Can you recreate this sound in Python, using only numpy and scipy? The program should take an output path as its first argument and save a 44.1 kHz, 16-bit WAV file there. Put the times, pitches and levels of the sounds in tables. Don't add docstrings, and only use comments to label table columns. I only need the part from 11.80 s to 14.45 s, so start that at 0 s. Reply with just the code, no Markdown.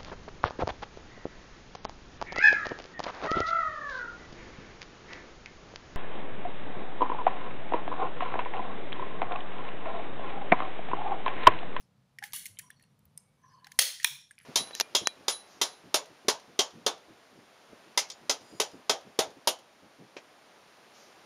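import sys
import numpy as np
from scipy import signal
from scipy.fft import rfft, irfft
from scipy.io import wavfile
from scipy.ndimage import uniform_filter1d

SR = 44100
rng = np.random.default_rng(int(sys.argv[2]) if len(sys.argv) > 2 else 0)


def attenuation_scalar(level_db):
    decades = np.asarray(level_db, float) / 20
    return 10 ** decades


def output_pcm(signal):
    pcm = np.clip(np.atleast_2d(signal).T, -1, 1) * 32767
    wavfile.write(sys.argv[1], SR, np.round(pcm).astype(np.int16))


N = 116865
EDGE_HZ = 15600


def evened(x):
    return x / np.sqrt(np.mean(x ** 2) + 1e-20)


def slow_noise(n, width):
    once = uniform_filter1d(rng.standard_normal(n), size=width)
    return evened(uniform_filter1d(once, size=width))


def read(points, hz):
    f, value = np.transpose(points)
    return np.interp(np.log(hz + 1), np.log(f + 1), value)


def level(points):
    s, db = np.transpose(points)
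    after = db[-1] if s[-1] > 2.6 else -140
    return attenuation_scalar(np.interp(np.arange(N) / SR, s, db, left=-140, right=after))


def add(mix, s, sound):
    part = mix[..., round(s * SR):][..., :sound.shape[-1]]
    part += sound[..., :part.shape[-1]]


def colour(x, db_of):
    gain_db = np.maximum(db_of(np.fft.rfftfreq(4096, 1 / SR)), -100)
    cepstrum = irfft(np.log(attenuation_scalar(gain_db)))
    cepstrum[1:2048] *= 2
    cepstrum[2049:] = 0
    response = irfft(np.exp(rfft(cepstrum)))[:2048]
    return signal.oaconvolve(x, response)[:len(x)]


def resonate(x, peaks):
    total = 0
    for k, (hz, width, db) in enumerate(peaks):
        total = total + (-1) ** k * attenuation_scalar(db) * signal.lfilter(*signal.iirpeak(hz, hz / width, SR), x)
    return total


def burst(shape):
    x = rng.standard_normal(len(shape)) * shape
    for _ in range(4):
        z = rfft(x)
        x = irfft(z / abs(z), len(x))
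        x = x * shape / np.sqrt(uniform_filter1d(x ** 2, size=25) + 1e-20)
    return x


def direct_and_room(sound, db, room_db, far=None):
    send = sound if far is None else far
    return np.array([sound, send]) / abs(sound).max() * attenuation_scalar([[db], [db + room_db]])


def snap(s, db, length, rise, room_db, modes, spectrum):
    t = np.arange(2000) / SR
    fade = attenuation_scalar(-60 * np.maximum(t - length, 0) / 0.014)
    rattle = burst(np.minimum(t / rise, 1) * fade)
    crack = evened(colour(rattle, lambda hz: read(spectrum, hz)))
    body = evened(resonate(rattle, modes))
    return s - rise / 2, direct_and_room(body + attenuation_scalar(-8) * crack, db, room_db, crack + attenuation_scalar(1) * body)


# (time [s], peak level [dB], rattle length [s], rise [s], room level [dB])
SNAPS = [
    (1.9895, -1, 0.0043, 0.00017, -7),
    (2.2445, -5.5, 0.0012, 0.00074, -13),
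]
# (frequency [Hz], width [Hz], level [dB])
PRESS_MODES = [(580, 140, -13.5), (715, 100, -4), (2020, 275, 2.5), (3171, 77, 5.5), (4345, 180, -1.5),
               (5330, 310, 3), (6430, 860, -6.5), (8655, 440, 5), (10610, 760, 4), (10650, 250, -4.5)]
# (frequency [Hz], width [Hz], level [dB])
RELEASE_MODES = [(928, 110, -9), (1664, 330, -8.5), (2436, 105, 5), (3294, 187, 1), (3716, 270, -3),
                 (4100, 140, 0.5), (5620, 240, -5.5), (6250, 230, -1.5), (9350, 1200, -4),
                 (10700, 1170, -1.5)]
# (frequency [Hz], level [dB])
PRESS_CRACK = [(250, -41.5), (400, -13), (700, -1.5), (1310, -36), (1990, -0.5), (3500, 0), (10200, -10),
               (15500, -7)]
# (frequency [Hz], level [dB])
RELEASE_CRACK = [(500, -65), (740, -35.5), (980, -17), (2100, -15), (3500, 5.5), (4700, -18), (5600, 1.5),
                 (10500, -12), (15500, -5.5)]


def snaps(mix):
    add(mix, *snap(*SNAPS[0], PRESS_MODES, PRESS_CRACK))
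    add(mix, *snap(*SNAPS[1], RELEASE_MODES, RELEASE_CRACK))


# (frequency [Hz], level [dB])
FIZZ = [(400, -47), (1150, -28), (1500, -10.5), (2400, -9.5), (2840, -11.5), (7400, -10.5), (10400, -6.5),
        (16000, -17.5)]


def click(s, db, hz, fizz_db, room_db, t60, hump_db, tilt_db):
    t = np.arange(2000) / SR
    pair = np.sin(2 * np.pi * hz * t) + 0.3 * np.sin(2 * np.pi * 1.2 * hz * t)
    onset = np.sin(np.pi / 2 * np.minimum(t / (0.096 * t60), 1)) ** 2
    ring = pair * attenuation_scalar(-60 * t / t60) * onset

    def fizz_colour(f):
        hump = hump_db * np.exp(-(np.log((f + 1) / hz) / 0.5) ** 2)
        return read(FIZZ, f) + tilt_db * np.log2(f / 2000 + .1) + hump

    puff = burst(attenuation_scalar(-60 * t / min(0.029, 1.3 * t60)) * np.minimum(t / 0.00029, 1))
    far = colour(puff, fizz_colour)
    patches_hz = np.geomspace(2000, 14500, 11) * rng.uniform(.93, 1.07, 11)
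    fizz = 0.1 * far + resonate(far, [(f, 300, 5) for f in patches_hz])
    fizz_sound = attenuation_scalar(fizz_db) * direct_and_room(fizz, db, room_db, far + .25 * fizz)
    return s, fizz_sound + direct_and_room(ring, db, room_db - 11)


# (time [s], peak level [dB], shell tone [Hz], fizz level [dB], room level [dB])
KNOCKS = [(0.3854, -37.5, 1890, -0.5, -10.5), (0.386, -45.5, 5540, -12, -13),
          (0.4249, -33.5, 1690, -5.5, 2.5), (0.4369, -31.5, 1803, 1.5, -20.5), (0.657, -41, 2080, 1, -7.5),
          (0.7701, -50, 3110, -30, 11), (0.7708, -52.5, 2200, -26, 12), (.791, -45, 2440, -18, -7),
          (0.7947, -44.5, 1777, 5, -8), (0.9022, -41, 1737, -9.5, -7), (0.9112, -54, 3440, -1, 2),
          (0.996, -65, 1820, 8, 0), (1.008, -61, 1830, -2, 7), (1.036, -63.5, 2700, 4, -1.5),
          (1.8444, -50, 1760, -5, 4), (1.8683, -48, 1600, 4.5, -22), (1.917, -45, 1770, 4.5, -17),
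          (2.1988, -37, 1870, 0, 0.5), (2.245, -20, 1825, -28, -27), (2.5086, -43.5, 1690, -7.5, -4)]


def knocks(mix):
    for row in KNOCKS:
        add(mix, *click(*row, t60=0.02, hump_db=6, tilt_db=-2.5))


# (time [s], peak level [dB], ring tone [Hz], fizz level [dB], room level [dB])
TICKS = [(0.026, -61, 5120, -5, 11.5), (.522, -54.5, 5400, 14.5, -26), (0.5325, -44.5, 3590, 17.5, 4.5),
         (.533, -33, 11170, 7, 8), (0.562, -30, 10600, -8, -23), (0.6557, -36.5, 10500, 9, -11.5),
         (0.4395, -41.5, 10800, 7.5, -8.5), (0.6637, -47, 10070, 19, -25), (0.669, -49, 7200, 12, -17),
         (.788, -43, 8700, 16, -14), (.792, -40, 10170, 12.5, -13), (.9035, -41.5, 8570, -7, -9),
         (.9036, -47, 10700, -0.5, -16), (1.0237, -53.5, 10630, -5, -10), (1.025, -55.5, 8800, -2.5, -4),
         (1.037, -67, 10700, 3, -10), (1.038, -60, 8800, -7, -8), (1.191, -65.5, 11900, 7, -17),
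         (1.869, -46.5, 5430, -2, -23), (1.919, -51, 7030, 13.5, -14), (1.2533, -57, 14560, 2, -9),
         (1.3752, -28.5, 8800, -10.5, -7), (1.376, -34.5, 9700, -9, -25), (1.8445, -43.5, 4100, 1, -4.5),
         (2.2294, -44.5, 5800, 12, -1), (2.352, -39, 11000, -10, -30), (2.412, -55.5, 7550, 6.5, -14.5),
         (2.509, -43, 8630, -8, -25), (2.514, -44, 8700, -7, -24), (2.553, -62, 7080, -9, -14),
         (2.587, -45, 10830, -3, -29)]


def ticks(mix):
    for row in TICKS:
        add(mix, *click(*row, t60=0.012, hump_db=12, tilt_db=0))


# (time [s], peak level [dB], tone [Hz], fizz level [dB], room level [dB])
TAPS = [
    (2.581, -44.5, 2450, -5, 1),
    (2.5871, -51.5, 4940, -1, -2),
    (2.6008, -50, 2440, -2, -4),
    (2.612, -52, 2300, -9, -6),
]


def taps(mix):
    for row in TAPS:
        add(mix, *click(*row, t60=0.0071, hump_db=0, tilt_db=-11))


def tone(s, db, hz, t60):
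    t = np.arange(round(t60 * SR)) / SR
    waver = 1 + min(hz / 4000, 1.2) * slow_noise(SR, 130)[:len(t)]
    envelope = attenuation_scalar(-60 * t / t60) * np.minimum(t / (.12 * t60), 1)
    return s, direct_and_room(np.sin(2 * np.pi * hz * t) * waver * envelope, db, -13)


# (time [s], peak level [dB], tone [Hz], t60 [s])
RINGS = [
    (.791, -60.5, 5760, 0.69),
    (.945, -65.5, 4380, 0.31),
    (1.024, -62, 4310, 0.079),
    (1.376, -51, 5120, 0.04),
    (1.377, -76, 2250, 1),
    (2.014, -21.5, 6430, 0.043),
    (2.514, -56, 8750, 0.063),
    (2.611, -58, 10830, .08),
]


def rings(mix):
    for row in RINGS:
        add(mix, *tone(*row))


# (time [s], peak level [dB], tone [Hz], t60 [s])
THUDS = [(.42, -43, 805.6, 0.065), (.533, -48.5, 932, 0.026), (.534, -48, 1185, 0.041),
         (.534, -56, 2100, 0.045), (1.35, -54.5, 147, 0.078), (.437, -45.5, 808, .045),
         (.525, -64, 35, 0.11), (.69, -58.5, 99.5, 0.21), (1.25, -59.5, 82, 0.15), (1.865, -55, 810, 0.048),
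         (1.98, -58.5, 35, 0.058), (2.3, -59.5, 140, 0.23)]


def thuds(mix):
    for row in THUDS:
        add(mix, *tone(*row))


# (time [s], level [dB])
SLIDES = [
    [(.8, -83), (.84, -64.5), (.97, -73)],
    [(1.52, -90), (1.6, -71), (1.69, -60.5), (1.85, -58.5), (1.97, -66)],
]
# (frequency [Hz], width [Hz], level [dB], loudest at [s], lasts [s])
JAWS = [(1029, 37, -5, 1.1, 2.8), (1690, 70, -12.5, 1.55, 0.45), (3010, 72, -21, 1.75, 0.17),
        (4450, 96, -18, 1.74, 0.11), (5046, 46, -13, 1.72, 0.085), (5740, 85, -11.5, 1.65, .05),
        (6115, 24, -12, 1.64, 0.15)]


def sliding():
    t, whistle = np.arange(N) / SR, 0
    for hz, width, db, centre, lasts in JAWS:
        waver_db = 3.5 * slow_noise(N, 900)
        rubbing = resonate(rng.standard_normal(N), [(hz, 3 * width, 0)])
        line = evened(resonate(rubbing, [(hz, 2.3 * width, 0)]))
        whistle = whistle + line * attenuation_scalar(db + waver_db) * np.exp(-((t - centre) / lasts) ** 2)
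    return whistle * sum(uniform_filter1d(level(stroke), 800) for stroke in SLIDES)


# (time [s], level [dB])
RUSTLE = [(0, -60.5), (.06, -74.5), (.42, -72), (.445, -45.5), (.5, -64.5), (.53, -68), (.93, -77.5),
          (1.0, -72), (1.08, -72.5), (1.85, -71), (1.95, -65), (2.57, -70.5), (2.59, -70), (2.65, -63)]


def rustle():
    size = attenuation_scalar(-2 * np.minimum(rng.exponential(1, N), 3))
    happens = rng.random(N) < 9000 / SR
    grains = size * happens * rng.standard_normal(N)
    return evened(colour(grains, lambda hz: read(FIZZ, hz))) * level(RUSTLE)


# (frequency [Hz], t60 [s])
ROOM = [(300, 0.19), (790, 0.4), (2090, 0.41), (5510, 0.49), (14600, 0.32)]


def room(x):
    t = np.arange(SR) / SR
    early, build_s = .6, .025
    slap = .4 * np.exp(-((t - .028) / .005) ** 2)
    shape = early + (1 - early) * np.minimum(t / build_s, 1) + slap
    hz, frames, z = signal.stft(rng.standard_normal(SR), SR, nperseg=256)
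    z = z * attenuation_scalar(-60 * frames / read(ROOM, hz)[:, None])
    tail = signal.istft(z, SR, nperseg=256)[1][:SR] * shape * (t > .003)
    return signal.fftconvolve(x, tail / np.linalg.norm(tail))[:N]


def gated(x):
    hz, _, z = signal.stft(x, SR, nperseg=512)
    power = uniform_filter1d(uniform_filter1d(abs(z) ** 2, size=9, axis=0), size=3, axis=1)
    kept = z * power / (power + attenuation_scalar(2 * -89.5))
    return signal.istft(kept * (hz < EDGE_HZ)[:, None], SR, nperseg=512)[1][:N]


# (frequency [Hz], width [Hz], level [dB])
MIC = [(7910, 1000, -3.5), (13500, 1100, -5.5), (10500, 2600, -3), (14560, 720, 9)]


def microphone(x):
    def port(f):
        bumps = sum(db * np.exp(-((f - hz) / width) ** 2) for hz, width, db in MIC)
        return bumps - 26.5 * (f > EDGE_HZ)
    return colour(x, port)


# (frequency [Hz], level [dB])
HUM = [(15, -42.5), (28, -27.5), (48, -10.5), (75, -9.5), (134, 3.5), (216, -3.5), (261, -9), (447, -24.5),
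       (500, -15), (650, -33.5), (1100, -120)]
# (frequency [Hz], level [dB])
HISS = [(400, -3.5), (1070, -5), (1880, -12.5), (4000, -14), (7500, -21.5), (10300, -32), (12500, -26.5),
        (15600, -29.5)]


def background():
    def steady(points):
        hz = np.fft.rfftfreq(N, 1 / SR)
        inside = (hz > points[0][0]) * (hz < points[-1][0])
        return evened(irfft(rfft(rng.standard_normal(N)) * attenuation_scalar(read(points, hz)) * inside, N))

    hum = steady(HUM) * attenuation_scalar(-69 + 0.5 * slow_noise(N, 6000))
    hiss = steady(HISS) * attenuation_scalar(-77)
    since = np.arange(N) / SR - np.array(SNAPS)[:, :1]
    recovery = (np.exp(-abs(since) / 0.95) * (since > 0)).max(0)
    duck = attenuation_scalar(-6.5 * uniform_filter1d(recovery, size=900))
    return duck * (hum + hiss)


def scene():
    mix = np.zeros((2, N))
    for source in (snaps, knocks, taps, ticks, thuds, rings):
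        source(mix)
    direct, send = mix
    near = direct + gated(room(send) + sliding() + rustle())
    return (microphone(near) + background())[None]


def band_limit(x):
    return signal.sosfilt(signal.butter(12, 16800, fs=SR, output="sos"), x)


def record(dry):
    return band_limit(dry)


dry = scene()
out = record(dry)
output_pcm(out)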